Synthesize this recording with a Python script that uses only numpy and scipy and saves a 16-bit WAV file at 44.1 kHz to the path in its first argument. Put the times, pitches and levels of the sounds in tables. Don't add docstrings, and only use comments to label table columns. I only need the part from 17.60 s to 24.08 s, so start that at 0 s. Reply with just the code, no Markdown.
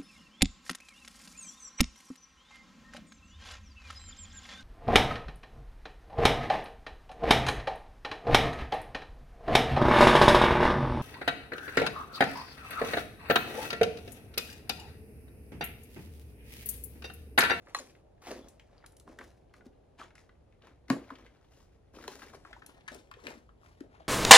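import sys
import numpy as np
from scipy import signal
from scipy.fft import rfft, irfft, next_fast_len
from scipy.io import wavfile
from scipy.ndimage import map_coordinates

SR = 44100
rng = np.random.default_rng(int(sys.argv[2]) if len(sys.argv) > 2 else 0)


def dump(signal):
    limited = np.clip(np.atleast_2d(signal).T, -1, 1)
    pcm = np.round(limited * 32767).astype(np.int16)
    wavfile.write(sys.argv[1], SR, pcm)


def ratio(d):
    e = np.asarray(d, float) / 20
    return 10 ** e


N = 285768


def unit(x):
    return x / np.sqrt(np.mean(x ** 2) + 1e-20)


def along(points, hz):
    f, v = np.transpose(points)
    return np.interp(np.log(hz + 1), np.log(f + 1), v)


def curves(rows):
    s, *cols = np.transpose(rows)
    return [np.interp(np.arange(N) / SR, s, c) for c in cols]


def filtered(x, response):
    n = x.shape[-1]
    m = next_fast_len(n + 8192)
    return irfft(rfft(x, m) * response(np.fft.rfftfreq(m, 1 / SR)), m)[..., :n]


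def mode(f, hz, width_hz):
    return 1j * f * width_hz / (hz * hz - f * f + 1j * f * width_hz)


def add(track, s, sound):
    track[round(s * SR):][:len(sound)] += sound


def night():
    # frequency_hz, relative_level_db
    night_spectrum = [(20, -27.5), (53, -6), (168, -18.5), (248, -25), (434, -22.5), (990, -36.5),
                      (1660, -44), (11000, -57.5), (13000, -72)]
    # frequency_hz, correlation (no unit)
    likeness = [(60, 0.925), (150, 0.843), (380, 0.071)]

    def mid_and_side(f):
        angle = np.arccos(np.clip(along(likeness, f), -1, 1)) / 2
        return ratio(along(night_spectrum, f)) * [np.cos(angle), np.sin(angle)]

    mid, side = filtered(rng.standard_normal((2, N)), mid_and_side)
    return ratio(-62) * unit(np.array([mid + side, mid - side]))


def wash():
    # frequency_hz, relative_level_db
    wash_spectrum = [(150, -20), (350, 1), (780, -2.5), (1000, -14.5), (2200, -50)]
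    # time_s, level_db
    wash_level = [(0, -66), (1.6, -67.5), (2.6, -69), (2.9, -73.5), (4.25, -76), (5.0, -66.5), (5.9, -71.5),
                  (6.48, -72.5)]
    level_db, = curves(wash_level)
    noise = rng.standard_normal((2, N))
    return ratio(level_db) * unit(filtered(noise, lambda f: ratio(along(wash_spectrum, f))))


def walls(x):
    # frequency_hz, t60_s
    room_decay = [(150, 0.23), (1000, 0.1654), (8000, 0.22)]
    out = np.zeros((2, N + SR))
    stretch, delay = SR // 16, 200
    for start in range(0, N, stretch):
        hz, t, z = signal.stft(rng.standard_normal((2, SR // 3)), SR, nperseg=256)
        hz = hz[:, None]
        own = np.clip(hz / 500, 0, .9)
        z[1] = np.sqrt(1 - own ** 2) * z[0] + own * z[1]
        z *= abs(mode(hz, 1400, 8700))
        dying = z * ratio(-60 * t / along(room_decay, hz))
        tail = signal.istft(dying, SR, nperseg=256)[1]
        tail = tail / np.linalg.norm(tail[0])
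        wet = signal.fftconvolve(x[None, start:start + stretch], tail, axes=1)
        out[:, start + delay:start + delay + wet.shape[1]] += wet
    return out[:, :N]


def pings():
    # start_s, level_db (before the onset), pitch_hz, t60_s
    squeaks = [(0.818, -61, 3400, .2), (5.386, -54, 3600, .035)]
    out, t = np.zeros(N + SR), np.arange(4096) / SR
    for s, db, hz, t60 in squeaks:
        waver = np.cumsum(rng.standard_normal(len(t))) * 0.12
        onset = 1 - np.exp(-t / .002)
        add(out, s, ratio(db - 60 * t / t60) * onset * np.sin(2 * np.pi * hz * t + waver))
    return out[:N]


def shard():
    # start_s, then level_db of each of the four modes (before the onset)
    landings = [(0.1475, -25, -24, -30, -40), (0.1875, -46, -44, -44, -33)]
    # frequency_hz, t60_s
    glass_modes = [(1270, .025), (1910, .025), (4120, .07), (6990, .035)]
    out, t = np.zeros(N + SR), np.arange(SR // 4) / SR
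    onset = 1 - np.exp(-t / 0.000275)
    for s, *levels in landings:
        for db, (hz, t60) in zip(levels, glass_modes):
            add(out, s, ratio(db - 60 * t / t60) * onset * np.sin(2 * np.pi * hz * t))
    return out[:N]


def knock():
    # start_s, level_db (gain on the summed modes)
    blow = (3.302, -16.5)
    # frequency_hz, relative_level_db, t60_s
    board_modes = [(131.7, -13.5, 0.1215), (222, -1.5, 0.065), (270, 0, 0.11), (570, -16, 0.06),
                   (730, -14.5, 0.06), (1100.5, -10, 0.0377)]
    out, t = np.zeros(N + SR), np.arange(SR // 4) / SR
    ring = np.zeros(len(t))
    for k, (hz, db, t60) in enumerate(board_modes):
        ring += (-1) ** k * ratio(db - 60 * t / t60) * np.sin(2 * np.pi * hz * t)
    start_s, level_db = blow
    onset = 1 - np.exp(-t / 0.00061)
    add(out, start_s, ratio(level_db) * onset * ring)
    return out[:N]


def thuds():
    # start_s, level_db (before the onset), starting_pitch_hz
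    footfalls = [(0.078, -41, 640), (0.202, -36, 640), (0.706, -29, 540), (2.064, -32.5, 300),
                 (3.289, -39, 330), (3.519, -33, 300), (3.638, -46, 300), (4.48, -28.5, 480),
                 (4.747, -38, 458), (5.316, -37, 313.5), (5.568, -40.5, 500), (5.637, -40, 497),
                 (5.771, -44.5, 260.5), (6.209, -27, 330)]
    out, t = np.zeros(N + SR), np.arange(4096) / SR
    onset = 1 - np.exp(-t / 0.002915)
    for s, db, hz in footfalls:
        phase = 2 * np.pi * hz * t * (1 - 0.25 * t / (t + 0.012))
        swing = np.sin(phase) + 0.3 * np.sin(1.3 * phase + rng.uniform(0, 2 * np.pi))
        add(out, s, ratio(db - 60 * t / 0.0354) * onset * swing)
    return out[:N]


def cracks():
    # start_s, body_peak_db, pitch_hz, treble_db (spit peak re body peak)
    breaks = [(0.069, -45, 1164, -39), (0.1465, -25, 1000, -4), (0.295, -54.5, 2473, -10.5),
              (0.35, -53, 2066, -22.5), (0.668, -37, 853, -24), (0.884, -44, 8000, -10),
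              (0.996, -46, 2400, -8), (1.24, -44.5, 1153, -40.5), (1.261, -43, 9500, -2),
              (1.32, -53, 9500, -12), (1.366, -46, 9800, -8), (1.398, -47, 9000, -3),
              (1.476, -42, 800, -20), (1.587, -37, 1480, -10), (1.609, -39, 1200, -25),
              (1.938, -45, 1430, -10), (2.007, -51.5, 1330, -33.5), (2.504, -52, 1500, -25),
              (2.553, -50, 1866, 0), (2.692, -52, 1600, -30), (2.923, -60, 2200, -12),
              (3.02, -53, 2300, -15), (3.07, -48, 1180, -7), (3.282, -49, 1500, -3), (3.3, -21, 1100, -1),
              (3.503, -33.5, 1040, -17), (3.554, -47, 2400, -12), (3.663, -46.5, 1910, -41.5),
              (4.362, -49, 3200, -8), (4.386, -42.5, 953, -42), (4.41, -48, 2200, -10),
              (4.439, -39, 1300, -8), (4.478, -32, 1000, 1), (4.593, -48, 1500, -3),
              (4.619, -39, 1300, -12), (4.734, -44, 850, -20), (4.849, -41, 1100, -18),
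              (4.929, -39.5, 1727, -23), (5.02, -43, 1344, -40.5), (5.062, -41, 9500, -3),
              (5.207, -55, 2500, -12), (5.278, -34, 1300, -5), (5.283, -33, 1800, -8),
              (5.345, -44, 9000, 2), (5.513, -38, 1300, -8), (5.538, -43.5, 1900, -28),
              (5.668, -29, 1800, -11), (5.89, -50, 1100, -40), (6.06, -52, 1500, -15),
              (6.205, -46.5, 1433, -3)]
    out, t = np.zeros(N + SR), np.arange(4096) / SR
    onset = 1 - np.exp(-t / .0012)
    for s, db, hz, treble_db in breaks:
        burst = rng.standard_normal((2, len(t))) * onset
        body = filtered(burst[0] * ratio(-60 * t / 0.027),
                        lambda f: mode(f, hz, 0.6 * hz) * mode(f, hz, 1.8 * hz) ** 2)
        spit = filtered(burst[1] * ratio(-60 * t / 0.016), lambda f: mode(f, 4000, 7000) ** 2)
        crack = body / abs(body).max() + ratio(treble_db) * spit / abs(spit).max()
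        add(out, s, ratio(db) * crack)
    return out[:N]


def grains(per_s, spread_db, smooth):
    hit = rng.random(N) < per_s / SR
    slips = hit * rng.standard_normal(N) * ratio(spread_db * rng.standard_normal(N))
    return unit(slips) + smooth * rng.standard_normal(N)


def pebbles(count, cycles, spread_db):
    at, tone, size = rng.random(count), rng.standard_normal(count), rng.standard_normal(count)
    hz = np.clip(1500 * np.exp(0.6999 * tone), 300, 9000)[:, None]
    t = np.arange(400) / SR
    gain = ratio(spread_db * size - 1.5 * tone)[:, None]
    envelope = np.exp(-t * hz / cycles) * (1 - np.exp(-t * hz))
    clicks = gain * np.sin(2 * np.pi * hz * t) * envelope
    where = (at * N).astype(int)[:, None] + np.arange(len(t))
    return unit(np.bincount(where.ravel(), clicks.ravel(), N + len(t))[:N])


def strokes(start_s, swell_s, db, fade_s, still_db):
    t, power = np.arange(0, N, 32) / SR, ratio(still_db) ** 2
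    for s, swell, peak_db, fade in zip(start_s, swell_s, db, fade_s):
        rise = np.clip((t - s) / swell, 0, 1) ** 1.435
        fall = ratio(peak_db - 20 * np.maximum(t - s - swell, 0) / fade)
        power = power + (rise * fall) ** 2
    return np.interp(np.arange(N) / SR, t, np.sqrt(power))


def grinding():
    # start_s, swell_s, peak_gain_db, fade_s (for 20 dB), treble_db (dust re grit)
    scuffs = [(-.03, 0.128, -62, .18, -8.5), (.146, 0.02, -49, 0.125, 1), (.6, .115, -45, 0.0866, -5),
              (.8, 0.061, -69.5, 0.517, -4), (1.08, 0.094, -67, 0.26, -14),
              (1.45, 0.039, -64.5, 0.1772, -6), (1.585, 0.0433, -59, 0.1357, -4),
              (1.93, 0.027, -68, 0.09, -5.5), (2.04, 0.0283, -59.5, 0.0046, -5),
              (2.372, 0.035, -47.5, 0.075, -12), (2.55, 0.03, -64, 0.12, -4), (3.009, 0.04, -59, 0.1, -14),
              (3.275, 0.0217, -56, 0.504, -11), (3.43, 0.087, -63.5, 0.47, -12),
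              (3.8, 0.191, -71, 0.1879, 0), (4.322, 0.03, -59, 0.68, -4), (4.46, 0.06, -57, 0.3, -1),
              (4.57, 0.048, -55, 0.1476, -6.5), (4.71, 0.0373, -51.5, 0.0374, -9),
              (4.81, 0.087, -63.5, 0.4645, -11.5), (5.02, .07, -62.5, 0.41, -14),
              (5.28, 0.05, -56, 0.18, -6), (5.53, 0.13, -54, 0.16, -11), (5.665, 0.03, -52, 0.12, -7),
              (5.97, 0.088, -65, 0.23, -8.5), (6.28, 0.068, -64, 0.39, -16.5)]
    # start_s, swell_s, peak_gain_db, fade_s (for 20 dB)
    loads = [(.1, 0.089, -58.5, 0.24), (.64, 0.075, -42.5, 0.16), (1.44, 0.0464, -53, 0.1524),
             (1.575, .025, -55, 0.1554), (1.96, 0.0506, -60, 0.12), (2.39, .045, -58, .06),
             (3.02, 0.061, -62.5, 0.12), (3.283, 0.0647, -44.5, 0.1371), (3.49, 0.0373, -54.5, 0.1673),
             (4.325, 0.019, -56.5, 1), (5.3, .03, -52, 0.164), (5.62, 0.0578, -49, 0.18),
             (6.2, 0.028, -58, 0.2)]
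    # frequency_hz, relative_level_db
    grit_spectrum = [(400, -29.5), (800, 8), (2000, 5), (4000, -3.5), (9000, -33)]
    dust_spectrum = [(2500, -3.5), (5500, 2.5), (16000, -11)]
    # frequency_hz, width_hz, relative_level_db
    floor_modes = [(253.7, 74.9, 4.5), (405, 178, 3), (560, 256, 1.5)]
    shuffle_db, mutter_db = -80, -76

    start_s, swell_s, db, fade_s, treble_db = np.transpose(scuffs)
    drag = strokes(start_s, swell_s, db, fade_s, still_db=shuffle_db)
    hiss = strokes(start_s, swell_s, db + treble_db, fade_s, still_db=shuffle_db - 20)
    load = strokes(*np.transpose(loads), still_db=mutter_db)

    slips = (rng.random(N) < 110 / SR) * ratio(3 * rng.standard_normal(N))
    clumps = 1 + 0.9 * signal.lfilter([1], [1, -np.exp(-1 / (0.006 * SR))], slips)

    rubbing = filtered(rng.standard_normal(N), lambda f: ratio(along(grit_spectrum, f)))
    grit = 0.657 * unit(rubbing) + pebbles(count=4500, cycles=2.1, spread_db=6)
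    dust = filtered(grains(per_s=3300, spread_db=2.0, smooth=0.55),
                    lambda f: ratio(along(dust_spectrum, f)))

    def wood(f):
        ringing = sum((-1) ** k * ratio(g) * mode(f, c, w) for k, (c, w, g) in enumerate(floor_modes))
        return ringing * mode(f, 329, 500)

    boards = filtered(grains(per_s=600, spread_db=3.5, smooth=0.44), wood)
    return unit(clumps) * (drag * unit(grit) + hiss * unit(dust)) + load * unit(boards)


def scene():
    # time_s, left_lag_samples, left_over_right_db
    heading = [(0, 4.5, 0), (3, -2.5, 1.5), (4.7, -3, 3), (5.2, -9.5, 4.5), (6.48, -13.5, 5)]
    steps = grinding() + pings() + cracks() + thuds() + knock()
    near = steps + shard()
    lag, pan_db = curves(heading)
    direct = []
    for sign in (1, -1):
        heard_at = np.arange(N) - sign * lag / 2
        direct.append(ratio(sign * pan_db / 2) * map_coordinates(near, [heard_at]))
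    return np.array(direct) + ratio(-8.5) * walls(steps) + night() + wash()


def top_cut(x):
    return signal.sosfilt(signal.butter(12, 16790, fs=SR, output="sos"), x)


def record(dry):
    # frequency_hz, gain_db
    treble_colour = [(7000, 0), (8500, -3), (10500, 3), (12000, -1), (13300, -28), (14800, 7.5),
                     (15900, -19.5), (16400, -46)]

    def colour(f):
        tilt_db = 1.8 * abs(mode(f, 4500, 3000)) * [[1], [-1]]
        return ratio(along(treble_colour, f) + tilt_db)

    return top_cut(filtered(dry, colour))


dry = scene()
out = record(dry)
dump(out)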